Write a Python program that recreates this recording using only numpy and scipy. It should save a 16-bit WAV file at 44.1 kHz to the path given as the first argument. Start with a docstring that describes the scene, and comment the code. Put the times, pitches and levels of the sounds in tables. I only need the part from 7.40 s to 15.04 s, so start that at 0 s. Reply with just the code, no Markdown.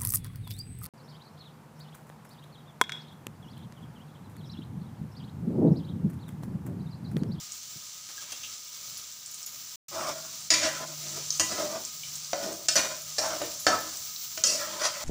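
"""A tiled kitchen: chopped vegetables sizzle in oil in a round metal pan. The oil is made of random
bursts and noise, with louder pops as short bursts of filtered noise. A steel bowl is emptied over the
pan and bangles clink, both built from fading sine tones and noise. After a short silence a metal
spatula lands on the pan again and again and scrapes through the food: many small contacts ring the
modes of pan and blade. Room rumble lies underneath, joined by a low hum after the silence."""
import sys
import numpy as np
from scipy import signal
from scipy.fft import rfft, irfft, next_fast_len
from scipy.io import wavfile
from scipy.ndimage import map_coordinates

SR = 44100
rng = np.random.default_rng(int(sys.argv[2]) if len(sys.argv) > 2 else 0)


def inscribe(sig):
    """Save sig as 16-bit PCM at rate SR to the path in sys.argv[1].

    A 1-D sig is mono; a 2-D sig holds one channel per row.
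    Samples are clipped to [-1, 1] before scaling.
    """
    pcm = np.round(np.clip(np.atleast_2d(sig).T, -1, 1) * 32767)
    wavfile.write(sys.argv[1], SR, pcm.astype(np.int16))


N = 336924
TIME = np.arange(N) / SR
PAUSE_START_S, PAUSE_END_S = 2.358, 2.484  # the short silence


def amp(db):
    """Turn decibels into an amplitude factor."""
    return 10 ** (np.asarray(db) / 20)


def unit(x):
    """Scale a sound to an RMS level of one."""
    return x / np.sqrt(np.mean(x ** 2) + 1e-20)


def along(points, hz):
    """Read a curve of (frequency, value) points on a logarithmic frequency axis."""
    f, v = np.transpose(points)
    return np.interp(np.log(hz + 1), np.log(f + 1), v)


def curves(rows):
    """Draw straight lines between the rows: one value per sample for each column after the time."""
    s, *cols = np.transpose(rows)
    return [np.interp(TIME, s, c) for c in cols]


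def wobble(rate):
    """A smooth random curve with rate knots a second."""
    knots = rng.standard_normal(int(N * rate / SR) + 4)
    return map_coordinates(knots, [TIME * rate])


def swell(s, width, db):
    """A bell-shaped rise or dip in dB around time s; width is half its spread in seconds."""
    return db * np.exp(-((TIME - s) / width) ** 2)


def colour(x, gain):
    """Filter a sound so that each frequency is scaled by gain(Hz), with no echo ahead of the sound."""
    m = 2 * next_fast_len(len(x) // 2 + 4096)
    log_gain = np.log(np.maximum(gain(np.fft.rfftfreq(m, 1 / SR)), 1e-6))
    # folding the cepstrum gives a minimum-phase filter
    cepstrum = irfft(log_gain, m)
    cepstrum[1:m // 2] *= 2
    cepstrum[m // 2 + 1:] = 0
    response = np.exp(rfft(cepstrum))
    return irfft(rfft(x, m) * response, m)[:len(x)]


def band(x, lo_hz, hi_hz, order=3):
    """Keep the frequencies between two edges."""
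    edges = np.clip([lo_hz, hi_hz], 10, SR / 2 - 100)
    return signal.sosfilt(signal.butter(order, edges, 'band', fs=SR, output='sos'), x)


def add(track, s, sound):
    """Mix a sound into the track at time s."""
    part = track[max(0, round(s * SR)):][:len(sound)]
    part += sound[:len(part)]


def ticks(rate, spread_db):
    """Random clicks, rate a second on average, of varied size and either sign."""
    size = amp(spread_db * np.clip(rng.standard_normal(N), -2.7, 2.7))
    return (rng.random(N) < rate / SR) * size * np.sign(rng.standard_normal(N))


def ring(modes, t, scatter_db):
    """Sum of fading sine tones whose strengths vary with each touch."""
    out = 0
    for hz, db, t60 in modes:
        level_db = db + rng.normal(0, scatter_db) - 60 * t / t60
        out = out + amp(level_db) * np.sin(2 * np.pi * hz * t)
    return out


def kitchen(x, wet_db):
    """Direct sound plus the answer of the tiled walls, made of noise that fades at its own speed per pitch."""
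    # how long the room rings: (frequency [Hz], t60 [s])
    walls = [(150, 0.62), (1000, 0.46), (5000, 0.4), (14000, 0.48)]
    hz, t, z = signal.stft(rng.standard_normal(SR // 2), SR, nperseg=256)
    fade = amp(-60 * t / along(walls, hz)[:, None])
    tail = signal.istft(z * fade, SR, nperseg=256)[1]
    # the walls answer 1/300 s late
    tail = np.pad(tail / np.linalg.norm(tail), (SR // 300, 0))
    return x + amp(wet_db) * signal.fftconvolve(x, tail)[:len(x)]


def sizzle():
    """Countless steam bubbles burst in the oil: larger ones bubble in the pan, tiny ones hiss and fizz."""
    # how hard the oil fries, before and after the silence: (time [s], hiss level [dB], top fizz level [dB])
    frying = [
        [(0.0, -41.5, -53), (0.33, -43, -51), (0.51, -43.5, -55), (0.89, -42, -53), (1.27, -43.5, -53),
         (1.8, -43, -53), (2.14, -43.5, -51)],
        [(2.74, -42, -51), (3.65, -39, -49.5), (4.08, -37.5, -49), (4.49, -40.5, -49.5), (6.47, -39, -48.5),
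         (6.75, -39.5, -43.5), (7.64, -39.5, -50)],
    ]
    # colour of the frying oil: (frequency [Hz], level [dB per Hz])
    oil_colour = [(250, -24), (850, -22), (1250, -15), (1550, -18), (2200, -19), (2900, -12), (3900, -4.5),
                  (5000, -3), (6200, 1.5), (6600, -5), (7200, 0.5), (8200, -11), (10500, -17), (13800, -25)]
    # air in the pan and the dishes around it: (frequency [Hz], width [Hz], boost [dB])
    hollows = [(590, 27, 6.5), (980, 23, 7.5), (1250, 64, 11), (1583, 58, 3.5), (2220, 250, 6),
               (2970, 87, 1.5), (3520, 84, 0.5)]
    bubbling_db, bubbling_follows = -55, .4  # the larger bubbles follow the hiss only in part
    hiss_offset_db, fizz_offset_db = -0.5, 5  # relative to the frying table
    flurry_db = .8

    frying_db, fizz_db = curves(np.vstack(frying))
    bursts = unit(ticks(3500, spread_db=4.0)) + amp(1.5) * rng.standard_normal(N)
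    surge_db = flurry_db * (wobble(6.6) + wobble(35))  # the bubbles come in flurries
    bursts = kitchen(bursts, wet_db=-10.5) * amp(surge_db)

    def hollow_db(f):
        """Boost of the air resonances, strongest at each centre."""
        return sum(db / (1 + (2 * (f - hz) / width) ** 2) for hz, width, db in hollows)

    oil = colour(bursts, lambda f: amp(along(oil_colour, f) + hollow_db(f)))
    bubbling = band(oil, 188, 3250, order=5)
    bubbling = bubbling / np.std(band(bubbling, 1260, 3800))
    tipping_db = swell(0.92, 0.12, 5)  # the bubbling swells while the bowl is tipped
    follow_db = bubbling_follows * (frying_db - frying_db.mean())
    bubbling = bubbling * amp(bubbling_db + follow_db + tipping_db + 0.39 * wobble(12))
    hiss = unit(band(oil, 3790, 20000, order=4)) * amp(frying_db + hiss_offset_db)
    fizz = unit(band(bursts, 14700, 17100, order=3))
    fizz = fizz * amp(fizz_db + fizz_offset_db + 1.1 * wobble(12))
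    return bubbling + hiss + fizz


def background():
    """Room rumble from filtered noise, and a wavering low hum after the silence that swells once and fades."""
    # colour of the room rumble: (frequency [Hz], level [dB per Hz])
    air = [(15, -116), (25, -44), (43, -19), (83, 4), (151, 5), (271, -3.5), (315, -21.5), (730, -8.5),
           (900, -16), (1170, -54), (1980, -120)]
    early_rumble_db, stirring_rumble_db = -67.5, -62.5  # before and after the silence
    hum_base_db, hum_end_s, hum_fade_db_per_s = -61, 5.75, 7

    stirring = TIME > PAUSE_END_S
    rumble = unit(colour(rng.standard_normal(N), lambda f: amp(along(air, f))))
    rumble_db = np.where(stirring, stirring_rumble_db, early_rumble_db) + 2.3 * wobble(5.9)
    hum_hz = 149 * (1 + .02 * wobble(12))
    hum = unit(np.sin(2 * np.pi * np.cumsum(hum_hz) / SR) * amp(3.2 * wobble(7.3)))
    hum_db = hum_base_db + swell(3.59, 0.3, 13.6)
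    hum_db = hum_db - hum_fade_db_per_s * np.maximum(TIME - hum_end_s, 0)
    return rumble * amp(rumble_db) + hum * amp(hum_db) * stirring


def pops():
    """Single drops of water spit in the oil as short noise bursts: a few loud ones, smaller ones at random."""
    # the loudest bursts of oil: (time [s], level before a fixed boost [dB], centre [Hz])
    loud = [(0.1198, -30, 6400), (2.0289, -31.5, 6000), (3.905, -19.5, 5200), (4.45, -27.5, 5900),
            (4.6341, -36.5, 2690), (4.7548, -30, 6250), (6.571, -31, 6200), (6.7615, -30.5, 4660)]
    small_count, small_db, small_hz = 12, -36, 6100  # level before the same boost, centre before scatter
    boost_db, pop_t60_s = 6.0, .02

    out, t = np.zeros(N), np.arange(SR // 4) / SR
    small = []
    for _ in range(small_count):
        s = rng.random() * N / SR
        small.append((s, small_db + rng.normal(0, 2), small_hz * np.exp(rng.normal(0, 0.18))))
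    for s, db, hz in loud + small:
        noise = rng.standard_normal(len(t)) * amp(-60 * t / pop_t60_s)
        snap = band(noise, hz * 0.86, hz * 1.32, order=3)
        snap = snap / np.abs(snap).max()
        add(out, s, kitchen(amp(db + boost_db) * snap, wet_db=-2.5))
    return out


def bowl():
    """The hand bumps and wipes the steel bowl: fading noise for the touch, short tones for the steel."""
    # how it is handled: (time [s], level [dB], centre [Hz], width [octaves], t60 [s])
    bumps = [(0.357, -41.5, 161, 0.8, 0.096), (0.689, -46.5, 1500, 4.4, 0.22),
             (0.777, -44, 1620, 0.11, 0.11), (0.825, -49, 900, 6.1, 0.16), (0.92, -31, 5800, 0.79, 0.047),
             (0.924, -38, 800, 7.4, 0.09), (1.034, -40, 3020, 0.49, 0.18)]
    # tones of the steel: (frequency [Hz], relative level [dB], t60 [s])
    steel_modes = [(1620, -30, .15), (2730, 1, 0.21), (3250, -2, 0.25), (4850, 3, 0.13), (6360, 9, 0.14)]
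    out, t = np.zeros(N), np.arange(SR // 3) / SR
    for s, db, hz, octaves, t60 in bumps:
        half_width = 2 ** (octaves / 2)
        touch = band(rng.standard_normal(len(t)), hz / half_width, hz * half_width, order=2)
        hardness = min(hz / 2000, 1)  # soft thuds hardly wake the steel
        steel = amp(-14.0) * hardness * ring(steel_modes, t, scatter_db=4)
        bump = unit(touch) * amp(-60 * t / t60) + steel
        add(out, s, amp(db) * kitchen(bump, wet_db=-11.5))
    return out


def bangles():
    """Thin metal rings touch on the wrist: a tick of bright noise and a few high, fading tones."""
    # when they touch: (time [s], level before a 1 dB cut [dB])
    clinks = [(1.575, -42.5), (1.912, -44), (2.0629, -39), (5.3455, -40), (5.6176, -42), (6.019, -43),
              (6.1986, -38), (6.4033, -43)]
    # tones of the rings: (frequency [Hz], relative level [dB], t60 [s])
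    bangle_modes = [(5150, -32, 0.12), (6840, 3.5, 0.11), (10200, -1.5, 0.049), (11600, -4, 0.08),
                    (12970, -9, 0.07), (12990, -2, 0.14)]
    out, t = np.zeros(N), np.arange(SR // 3) / SR
    for s, db in clinks:
        tick = band(rng.standard_normal(len(t)), 5000, 15000) * amp(-60 * t / 0.022)
        clink = ring(bangle_modes, t, scatter_db=3.0) + amp(1) * tick
        add(out, s, kitchen(amp(db - 1) * clink, wet_db=-5))
    return out


def metal(damping, sheet_db, sheet_t60, crack_db, spot_hz, spot_db):
    """Answer of the metal to one contact: modes over a dense, short clash, favoured around spot_hz."""
    # modes of pan and spatula: (frequency [Hz], relative level [dB], t60 before damping [s])
    metal_modes = [(93.6, -14.5, 0.37), (199.8, -14.5, 0.66), (319.6, -1, 0.19), (568, -8, 0.26),
                   (619.7, 1, 0.27), (657.6, 7.5, 0.091), (1011, -2.5, 0.34), (1298, 2, 0.087),
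                   (1472, -7, 0.088), (1754, -15.5, 0.33), (1978, -9, 0.22), (2436, -15, 0.48),
                   (2770, -5.5, 0.066), (3118, -4, 0.11), (3900, -33, 0.24), (4444, 8.5, 0.058),
                   (4695, 12.5, 0.025), (4800, -22, .17), (5200, 9.5, 0.03), (5720, -1, 0.14),
                   (5960, 10, 0.072), (5800, -31, 0.12), (6480, 0, 0.13), (6820, 12, 0.043),
                   (7340, -17, 0.091), (7500, 1, 0.048), (8500, -9.5, 0.12)]
    # dense, short-lived vibration of the loaded pan: (frequency [Hz], level [dB per Hz])
    sheet = [(40, -11), (90, -23), (210, -12), (400, -5.5), (600, 3.5), (820, -6.5), (1200, -4), (1700, -7),
             (3000, -10.5), (5500, 0), (7200, -9.5), (8300, -11), (12000, -25.5), (16000, -22)]
    t = np.arange(SR // 2) / SR

    def favour_db(f):
        """Boost around the pitch favoured by the spot."""
        return spot_db * np.exp(-(np.log((f + 1) / spot_hz) / 0.35) ** 2)

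    hz, db, t60 = np.transpose(metal_modes)[:, :, None]
    strength_db = db + favour_db(hz) + rng.normal(0, 2.43, hz.shape)
    tones = np.sin(2 * np.pi * (hz * t + rng.random(hz.shape)))
    modes = amp(strength_db - 60 * t * damping / t60) * tones
    clash = rng.standard_normal(len(t)) * amp(-60 * t / sheet_t60)
    clash[0] += amp(crack_db) * np.linalg.norm(clash)  # a sharp crack at the start
    clash = colour(clash, lambda f: amp(along(sheet, f) + favour_db(f)))
    return unit(modes.sum(0)) + amp(sheet_db) * unit(clash)


def rubbing(count, centre_hz):
    """Stick and slip over the pan; the blade keeps reaching new spots, each with its own answer."""
    slips_per_s, slip_spread_db = 2200, 3.5
    size = SR // 8
    out = np.zeros(count + SR)
    # overlapping stretches fade into one another
    for start in range(0, count + size // 2, size // 2):
        slips = (rng.random(size) < slips_per_s / SR) * amp(rng.normal(0, slip_spread_db, size))
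        slips = slips * np.sign(rng.standard_normal(size))
        answer = metal(damping=1.4, sheet_db=4.5, sheet_t60=0.029, crack_db=-2.0,
                       spot_hz=centre_hz, spot_db=2)
        stretch = unit(slips) * signal.windows.cosine(size)
        add(out, start / SR, signal.fftconvolve(stretch, answer))
    return kitchen(out, wet_db=-4.0)[size // 2:][:count]


def scrapes():
    """Each stroke builds up, holds and dies away; it shoves the food dully and rubs the pan into ringing."""
    # pushes through the food: (time [s], rise [s], hold [s], then levels before digging and wavering:
    # food shoved [dB], pan [dB], rasp [dB], blade edge [dB]; centre of its colour [Hz],
    # singing mode relative to the pan [dB])
    strokes = [(2.511, 0.13, 0.051, -44.5, -32.5, -44, -38, 950, -29),
               (3.109, 0.017, 0.14, -46.5, -37.5, -33, -31, 2100, -10),
               (3.30, 0.036, 0.096, -53, -45, -49, -56, 1400, -6),
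               (3.577, 0.17, 0.03, -53, -52, -50.5, -49, 800, -12),
               (4.089, 0.033, 0.18, -42.5, -37, -43, -38, 700, -16),
               (4.97, 0.073, 0.05, -43.5, -43, -51.5, -45, 650, -17),
               (5.351, 0.0089, 0.06, -44, -32, -33, -30.5, 1660, -9),
               (5.789, 0.074, 0.048, -46, -34.5, -43, -36.5, 950, -15),
               (5.999, 0.0059, 0.014, -41.5, -44, -47, -52, 804, -21),
               (6.265, 0.008, 0.056, -41.5, -28, -41, -37, 1300, -17),
               (7.04, 0.016, 0.083, -48.5, -40.5, -50, -24.5, 1370, 8),
               (7.111, 0.063, 0.22, -55, -40.5, -43, -52, 1700, -1.5),
               (7.39, 0.057, 0.032, -72, -38, -39.5, -34, 1500, -13),
               (7.518, 0.041, .09, -70, -41, -45.5, -47, 1410, 0)]
    # as the blade digs in it shoves more food and its edge is muffled:
    # (food [dB per s], pan [dB per s], rasp [dB per s], blade edge [dB per s])
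    digging = (9, -1.5, -19, -40)
    rise_db, release_db_per_s = 11, 120  # a push builds up by this much, and dies away at this speed
    uneven_db, uneven_rate = 2.3, 29.1  # the hand's pressure wavers: depth, knots a second

    out, t = np.zeros(N), np.arange(round(.7 * SR)) / SR
    for s, rise, hold, *levels, centre_hz, sing_db in strokes:
        rub = rubbing(len(t), centre_hz)
        food = band(rub, 67, 412, order=4)
        singing = unit(band(rub, 588, 716, order=2))  # a pan mode sings through the stroke
        pan = unit(band(rub, 533, 1543, order=5)) + amp(sing_db) * singing
        rasp = band(rub, 1670, 3830, order=4)
        edge = band(rub, 4620, 12300, order=4)
        push_db = rise_db * np.minimum(t / rise - 1, 0)
        push_db = push_db - release_db_per_s * np.maximum(t - rise - hold, 0)
        push_db = push_db + uneven_db * wobble(uneven_rate)[:len(t)]
        dug_s = np.clip(t - rise, 0, hold)
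        for part, db, dig in zip((food, pan, rasp, edge), levels, digging):
            add(out, s, unit(part) * amp(db + push_db + dig * dug_s))
    return out


def registers(x):
    """Split a blow into the pan's low ring, the middle clank and the blade's bright ring."""
    low = band(x, 80, 1500, order=4)
    middle = band(x, 1550, 3750, order=4)
    bright = band(x, 4100, 16500, order=4)
    return low, middle, bright


def strikes():
    """The blade lands, chatters for a moment and rings together with the pan; one added tone rings on."""
    # the spatula lands: (time [s], pan level [dB], clank level [dB], blade level [dB], chatter [s],
    # pitch favoured by the spot that is hit [Hz], tone that rings on [Hz], its level [dB])
    landings = [(3.1036, -39.5, -31, -20, 0.014, 2200, 4970, -27),
                (3.139, -46, -32, -25, .01, 2270, 3810, -31),
                (3.231, -54, -34, -32, 0.022, 1630, 2390, -55),
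                (3.9969, -35, -33, -23.5, 0.013, 7500, 2790, -32.5),
                (4.932, -29.5, -40, -36, 0.0019, 517, 566, -27.5),
                (5.2846, -41.5, -33, -22.5, 0.0064, 7400, 5200, -28),
                (5.356, -31.5, -33, -22, 0.02, 520, 4430, -27),
                (5.783, -34, -39, -27, 0.016, 565, 5200, -44),
                (6.016, -35, -43, -52, 0.0069, 716, 1050, -56),
                (6.267, -24.5, -27, -26, 0.0016, 1740, 5440, -30),
                (6.975, -48, -45, -39.5, 0.0067, 1960, 644, -39.5),
                (7.038, -45, -37.5, -21.5, 0.0071, 6900, 3200, -35),
                (7.416, -40, -44, -37.5, 0.0074, 1390, 629, -33)]
    out, t = np.zeros(N), np.arange(SR // 2) / SR
    for s, *levels, chatter, spot_hz, ring_hz, ring_db in landings:
        contacts = (rng.random(len(t)) < 1500 / SR) * rng.normal(0, 0.42, len(t))
        contacts = contacts * np.exp(-(t / chatter) ** 2)
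        contacts[0] = 1
        answer = metal(damping=1.65, sheet_db=-4.5, sheet_t60=0.027, crack_db=-7.5,
                       spot_hz=spot_hz, spot_db=8.5)
        blow = kitchen(signal.fftconvolve(contacts, answer)[:len(t)], wet_db=-2.0)
        for part, db in zip(registers(blow), levels):
            # the level counts over the first 1/35 s
            add(out, s, amp(db) * part / np.std(part[:SR // 35]))
        add(out, s, amp(ring_db - 60 * t / 0.28) * np.sin(2 * np.pi * ring_hz * t))
    return out


def slides():
    """A rough resonance of the blade falls in pitch as its contact runs down the curved wall."""
    # falling scrapes: (time [s], length [s], first pitch [Hz], last pitch [Hz], relative level [dB])
    falls = [(3.137, 0.28, 2235, 1330, -46), (7.035, 0.12, 2820, 2560, -40),
             (7.171, 0.112, 1870, 1700, -43), (7.393, 0.12, 1544, 1290, -35.5)]
    fade_s = 0.038
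    out = np.zeros(N)
    for s, length, first_hz, last_hz, db in falls:
        t = np.arange(round(length * SR)) / SR
        hz = first_hz * (last_hz / first_hz) ** (t / length)
        hz = hz * (1 + .02 * wobble(40)[:len(t)])
        phase = 2 * np.pi * np.cumsum(hz) / SR
        # fast random strengths make the tone rough
        voice = wobble(300)[:len(t)] * np.sin(phase) + wobble(300)[:len(t)] * np.cos(phase)
        touching = np.minimum(np.minimum(t, length - t) / fade_s, 1)
        add(out, s, voice * amp(db) * touching)
    return kitchen(out, wet_db=-6)


def scene():
    """Frying and room underneath, with brief dips in level; pops, utensils and bangles on top."""
    # moments when frying and room dip briefly: (time [s])
    dips = [2.056, 3.096, 5.278, 7.031]
    dip_width_s, dip_db = .008, -7
    dips_db = sum(swell(s, dip_width_s, dip_db) for s in dips)
    bed = (sizzle() + background()) * amp(dips_db)
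    return (bed + pops() + strikes() + scrapes() + slides() + bowl() + bangles())[None]


def record(dry):
    """The sound drops out for a moment, and a steep filter removes what lies above the band limit."""
    top_hz = 15540
    live = (TIME < PAUSE_START_S) | (TIME > PAUSE_END_S)
    m = next_fast_len(N + SR // 2)
    steep_cut = 1 + (np.fft.rfftfreq(m, 1 / SR) / top_hz) ** 200
    return irfft(rfft(dry * live, m) / steep_cut, m)[:, :N]


dry = scene()
out = record(dry)
inscribe(out)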